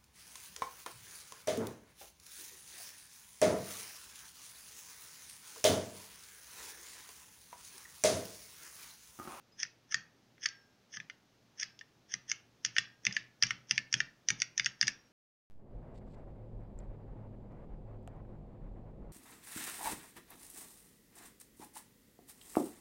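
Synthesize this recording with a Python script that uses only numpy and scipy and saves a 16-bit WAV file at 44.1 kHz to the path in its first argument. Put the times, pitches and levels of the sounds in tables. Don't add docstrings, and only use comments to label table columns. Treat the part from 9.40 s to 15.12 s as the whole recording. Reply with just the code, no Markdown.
import sys
import numpy as np
from scipy import signal
from scipy.fft import rfft, irfft, next_fast_len
from scipy.io import wavfile
from scipy.ndimage import map_coordinates

SR = 44100
rng = np.random.default_rng(int(sys.argv[2]) if len(sys.argv) > 2 else 0)


def unload_wav(signal):
    wavfile.write(
        sys.argv[1],
        SR,
        np.round(np.clip(np.atleast_2d(signal).T, -1, 1) * 32767).astype(np.int16),
    )


N = 252252

# snap time in seconds, snap in dB, case knock in dB,
# knock pitch in Hz, rub length in seconds, rub in dB, push on the table in dB.
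SLOW_PRESSES = [(0.2305, -29, -35, 1880, 0.033, -44, -66), (0.5437, -27, -26, 1690, 0.028, -45.5, -54),
                (1.0593, -27, -32.5, 2010, 0.031, -43.5, -77),
                (1.5702, -44.5, -39.5, 1670, 0.042, -48.5, -57.5),
                (2.2308, -33.5, -39, 2080, 0.037, -43.5, -65.5),
                (2.7393, -30, -36.5, 1940, 0.029, -48, -56), (2.9155, -28, -30.5, 2086, 0.022, -45, -65)]
# snap time and travel in seconds, snap in dB,
# bottoming in dB, its brightness in dB, knock pitch in Hz, push on the table in dB.
BRISK_PRESSES = [(3.2493, 0.012, -26.5, -45.5, 11, 1920, -57.5),
                 (3.6516, 0.015, -31.5, -25, -2.5, 2110, -45.5),
                 (4.025, 0.0093, -21.5, -24, 2, 1970, -48.5), (4.295, .0149, -53.5, -24, 2, 1920, -50.5),
                 (4.5272, 0.013, -29, -26, 2, 1917, -45), (4.8865, .0168, -24, -29, 2.5, 1830, -45),
                 (5.1784, 0.018, -28, -27.5, -0.5, 1850, -54.5),
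                 (5.4124, 0.015, -22, -27.5, -2.5, 1830, -46)]
# start in seconds, level in dB,
# brightness in dB, knock pitch in Hz, push on the table in dB.
RELEASES = [(3.3832, -24, 2.5, 1800, -56), (3.7659, -28, -3, 2290, -59), (4.107, -28, -3.5, 1960, -54.5),
            (4.3787, -26.5, 0.5, 1900, -56), (4.6033, -27.5, -1, 1850, -55.5),
            (5.0188, -29, 8.5, 1860, -78), (5.26, -32.5, 10, 1880, -57.5), (5.4798, -25.5, 5, 2080, -58)]
# start in seconds, level in dB.
KNOCKS = [(0.251, -46.5), (0.5231, -38), (0.9798, -62), (1.057, -29), (1.5389, -48.5), (1.601, -40),
          (1.6988, -41), (2.227, -36.5), (2.4109, -44.5), (3.3654, -26), (3.7096, -42.5), (5.264, -27.5)]
# start in seconds, level in dB.
TICKS = [(0.2005, -38.5), (1.0377, -43.5), (1.0871, -40.5), (2.198, -36), (2.391, -49.5), (2.8981, -36.5),
         (3.7252, -39), (4.0678, -38), (5.0019, -37.5), (5.2458, -34.5), (5.4709, -32)]


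def contacts(slow_clack_db=-8.5, light_knock_hz=1800):
    hits = [(s, knock_db, knock_db + slow_clack_db, snap_db, hz)
            for s, snap_db, knock_db, hz, *_ in SLOW_PRESSES]
    for s, travel, snap_db, bottom_db, bright_db, hz, _ in BRISK_PRESSES:
        hits.append(contact(s, snap_db, hz, case=-10, cap=-19, stem=1))
        hits.append(contact(s + travel, bottom_db, hz, case=-2, cap=-0.5, stem=-1.5, bright=bright_db))
    for s, db, bright_db, hz, _ in RELEASES:
        hits.append(contact(s, db, hz, case=1, cap=-1, stem=-4.5, bright=bright_db))
    hits += [contact(s, db, light_knock_hz, case=-1, cap=-8, stem=-13) for s, db in KNOCKS]
    return hits + [contact(s, db, light_knock_hz, case=-20, cap=-22, stem=-0.5) for s, db in TICKS]


def contact(s, db, knock_hz, case, cap, stem, bright=0):
    return s, db + case - bright / 2, db + cap, db + stem + bright, knock_hz


# pitch in Hz, relative level in dB, time to fall 60 dB in seconds.
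PLASTIC_MODES = [(1199, -13.5, 0.044), (1404, -11.5, 0.014), (1450, 5.5, 0.0061), (1805, -3, 0.018),
                 (2080, -2, 0.013), (2300, 0, 0.0061), (2750, 3, 0.0049), (3110, -3.5, 0.0015),
                 (3520, -7.5, 0.012), (4886, -3, 0.0073), (4864, 7.5, 0.0014), (5570, -3.5, 0.0079),
                 (5943, -6, 0.0092), (6264, -5.5, 0.0065), (8940, -0.5, 0.002), (9500, -28.5, 0.0047),
                 (10840, -23.5, 0.015)]
# frequency in Hz, gain in dB.
RADIATION = [(100, -45), (600, -21.5), (1000, -22.5), (1250, -9.5), (1700, 4), (3400, 5.5), (3950, -9.5),
             (4600, -4.5), (6400, -2), (7200, -8), (8000, -17.5), (10300, -19), (12000, -31.5),
             (15500, -17.5)]


def clicks(focus_db=6, knock_width_hz=170, snap_width_hz=330, bright_per_db=0.99, firm_db=-33):
    track, t = np.zeros(N), np.arange(SR // 16) / SR
    hz, db, t60 = np.transpose(PLASTIC_MODES)[..., None]
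    part = np.searchsorted([2250, 4000], hz[:, 0])
    radiation = causal(RADIATION)
    attack = round(.005 * SR)
    envelope = fade(t, t60) * (1 - np.exp(-t / 0.00036))
    for s, knock_db, clack_db, snap_db, knock_hz in contacts():
        snap_hz = rng.normal(5355, 180)
        detune, strength, phase = rng.standard_normal((3, len(hz), 1))
        favour = np.exp(-((hz - knock_hz) / knock_width_hz) ** 2)
        favour += np.exp(-((hz - snap_hz) / snap_width_hz) ** 2)
        hardness_db = (clack_db + snap_db) / 2 - firm_db
        sparkle_db = (hz > 8000) * (bright_per_db * hardness_db - 1)
        gain = amp(db + focus_db * favour + sparkle_db + 2 * strength)
        modes = gain * envelope * np.sin(2 * np.pi * hz * (1 + 0.027 * detune) * t + 1.006 * phase)
        strike = signal.fftconvolve(blow(t, chatter_db=-5.5, chatter_t60=0.018), radiation)
        rasp = signal.fftconvolve(blow(t, chatter_db=-1.0, chatter_t60=0.013), radiation)
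        for k, (level, force) in enumerate([(knock_db, strike), (clack_db, strike), (snap_db, rasp)]):
            ring = signal.fftconvolve(modes[part == k].sum(0), force)[:len(t)]
            add(track, s, amp(level) * ring / rms(ring[:attack]))
    return track


def blow(t, chatter_db, chatter_t60):
    chatter = rng.standard_normal(len(t)) * fade(t, chatter_t60)
    return (t == 0) + amp(chatter_db) * chatter / np.linalg.norm(chatter)


# frequency in Hz, relative level in dB.
RUB_COLOUR = [(600, -41.5), (1100, -32.5), (1750, 2.5), (2400, -11.5), (3450, -2), (4000, -30.5), (5300, 4),
              (6450, 3.5), (7100, -43), (8200, -30.5), (8900, -15), (9500, -47.5), (11000, -41),
              (12500, -65)]


def stem_rubs(swell_s=0.0082, fall_s=0.0028, travel_db=-49.5, approach_db=-60, lift_db=-52, lift_s=0.026):
    t = np.arange(N) / SR
    # time of full speed and of stopping in seconds, level in dB
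    strokes = [(s - length, s, db) for s, *_, length, db, _ in SLOW_PRESSES]
    for s, travel, *_ in BRISK_PRESSES:
        strokes += [(s, s, approach_db), (s + travel / 2, s + travel, travel_db)]
    strokes += [(s - lift_s, s, lift_db) for s, *_ in RELEASES]
    motion = sum(amp(db) * np.exp(np.minimum(t - full, 0) / swell_s - np.maximum(t - end, 0) / fall_s)
                 for full, end, db in strokes)
    slips = rng.standard_normal(N) * amp(3 * wobble(700) + 2 * wobble(120))
    return motion * coloured(slips, RUB_COLOUR)


# frequency in Hz, relative level in dB.
RATTLE_COLOUR = [(500, -36.5), (1050, -15), (1300, -5.5), (1800, -0.5), (2600, 2.5), (3900, -5),
                 (4700, -0.5), (6300, -6), (7300, -17.5), (8200, -30), (9400, -21.5), (11000, -28),
                 (12500, -47)]


def keycap_rattle(rattle_db=-21, t60=0.066, grain_db=4):
    shaking, t = np.zeros(N), np.arange(SR // 4) / SR
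    for s, *parts_db, _ in contacts():
        add(shaking, s, np.linalg.norm(amp(parts_db)) * fade(t, t60))
    grit = rng.standard_normal(N) * amp(grain_db * wobble(600))
    return amp(rattle_db) * shaking * coloured(grit, RATTLE_COLOUR)


# pitch in Hz, relative level in dB, time to fall 60 dB in seconds.
TABLE_MODES = [(66, -22, 0.11), (102.7, -14, 0.21), (124.3, 0.5, 0.23), (166.4, -2, 0.17),
               (193.8, -4, 0.18), (294, -16, 0.24), (380, -17.5, 0.14), (793, -24, 0.14), (854, -21, 0.23)]
# frequency in Hz, relative level in dB.
SHUDDER_COLOUR = [(20, -4), (40, -8.5), (100, -6.5), (125, -6), (210, -1.5), (260, -4), (400, -15),
                  (600, -15.5), (1200, -33), (3000, -70.5)]


def table_thumps(rise_s=0.0058, shudder_db=-9, shudder_rise_s=0.029, shudder_t60=0.3):
    track, shaking, t = np.zeros(N), np.zeros(N), np.arange(SR // 2) / SR
    hz, level, t60 = np.transpose(TABLE_MODES)[..., None]
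    pushes = [(s + travel, db) for s, travel, *_, db in BRISK_PRESSES]
    pushes += [(s, db) for s, *_, db in SLOW_PRESSES + RELEASES]
    shudder = fade(t, shudder_t60) * (1 - np.exp(-t / shudder_rise_s))
    for s, db in pushes:
        strength, detune = rng.standard_normal((2, len(hz), 1))
        tones = np.sin(2 * np.pi * hz * (1 + 0.022 * detune) * t)
        modes = amp(level + 2 * strength) * fade(t, t60) * tones
        add(track, s, amp(db) * modes.sum(0) * (1 - np.exp(-t / rise_s)))
        add(shaking, s, amp(db + shudder_db) * shudder)
    return track + shaking * coloured(rng.standard_normal(N), SHUDDER_COLOUR)


# start in seconds, high pitch in Hz, its level in dB,
# level of the low pitch in dB.
SPRING_PINGS = [(0.121, 5040, -69, -93), (1.063, 5420, -58, -53.5), (2.233, 5350, -62.5, -64.5),
                (3.384, 5500, -64, -57), (5.259, 5480, -66, -61), (5.482, 5610, -59, -65.5)]


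def springs(low_hz=1607, t60=0.6, beat_spread_hz=45):
    track, t = np.zeros(N), np.arange(SR // 2) / SR
    for s, high_hz, high_db, low_db in SPRING_PINGS:
        for hz, db in [(high_hz, high_db), (low_hz, low_db)]:
            twin_hz = rng.normal(hz, beat_spread_hz)
            pair = np.sin(2 * np.pi * hz * t) + .5 * np.sin(2 * np.pi * twin_hz * t)
            add(track, s, amp(db) * pair * fade(t, t60))
    return track


def wall_echo(x, delay_s=0.0098):
    echo = np.zeros(N)
    add(echo, delay_s, x)
    return echo


# frequency in Hz, time to fall 60 dB in seconds.
ROOM_DECAY = [(200, 0.68), (1800, 0.33), (3000, 0.29), (6000, 0.24), (10000, 0.052)]


def room(x, build_s=0.0016, stretches=24):
    wet = np.zeros(N)
    for piece in np.array_split(np.arange(N), stretches):
        hz, t, noise = signal.stft(rng.standard_normal(SR // 2), SR, nperseg=256)
        envelope = fade(t, along(ROOM_DECAY, hz)[:, None]) * (1 - np.exp(-t / build_s))
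        tail = signal.istft(noise * envelope, SR, nperseg=256)[1]
        add(wet, piece[0] / SR, signal.fftconvolve(x[piece], tail / np.linalg.norm(tail)))
    return wet


# frequency in Hz, relative level in dB.
HISS_COLOUR = [(25, -9), (43, -10.5), (85, -0.5), (125, 1.5), (170, 3.5), (250, 3.5), (400, -1.5),
               (700, -5), (1000, -8), (2000, -11), (6200, -14), (8000, -25.5), (10000, -27), (15500, -28)]


def background(hiss_db=-69.5, hum_db=-79, hum_hz=119):
    phase = 2 * np.pi * hum_hz * np.arange(N) / SR + .5 * wobble(17)
    hum = np.sin(phase) * amp(2.5 * wobble(9.2))
    return amp(hiss_db) * coloured(rng.standard_normal(N), HISS_COLOUR) + amp(hum_db) * hum / rms(hum)


def amp(db):
    return 10 ** (np.asarray(db) / 20)


def rms(x):
    return np.sqrt(np.mean(x ** 2) + 1e-20)


def along(points, hz):
    f, v = np.transpose(points)
    return np.interp(np.log(hz + 1), np.log(f + 1), v)


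def add(track, s, sound):
    part = track[max(round(s * SR), 0):][:len(sound)]
    part += sound[:len(part)]


def coloured(x, spectrum):
    size = next_fast_len(N + SR // 2)
    gain = amp(along(spectrum, np.fft.rfftfreq(size, 1 / SR)))
    shaped = irfft(rfft(x, size) * gain, size)[:N]
    return shaped / rms(shaped)


def causal(spectrum, size=2048):
    gain = amp(along(spectrum, np.fft.rfftfreq(size, 1 / SR)))
    cepstrum = irfft(np.log(gain))
    cepstrum[1:size // 2] *= 2
    cepstrum[size // 2 + 1:] = 0
    return irfft(np.exp(rfft(cepstrum)))[:size // 2]


def wobble(rate):
    knots = rng.standard_normal(int(N * rate / SR) + 4)
    return map_coordinates(knots, [np.arange(N) * rate / SR])


def fade(t, t60):
    return np.exp(-np.log(1000) * t / t60)


def scene():
    keys = clicks() + stem_rubs()
    buzz, table = keycap_rattle(), table_thumps()
    room_send = amp(-20.5) * keys + amp(-3.5) * buzz + amp(-15.0) * table
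    echoes = amp(-17.5) * wall_echo(keys) + room(room_send)
    return (keys + buzz + amp(4) * table + echoes + springs() + background())[None]


def record(dry, top_hz=15800):
    size = next_fast_len(N + SR // 2)
    passband = np.fft.rfftfreq(size, 1 / SR) < top_hz
    return irfft(rfft(dry, size) * passband, size)[..., :N]


dry = scene()
out = record(dry)
unload_wav(out)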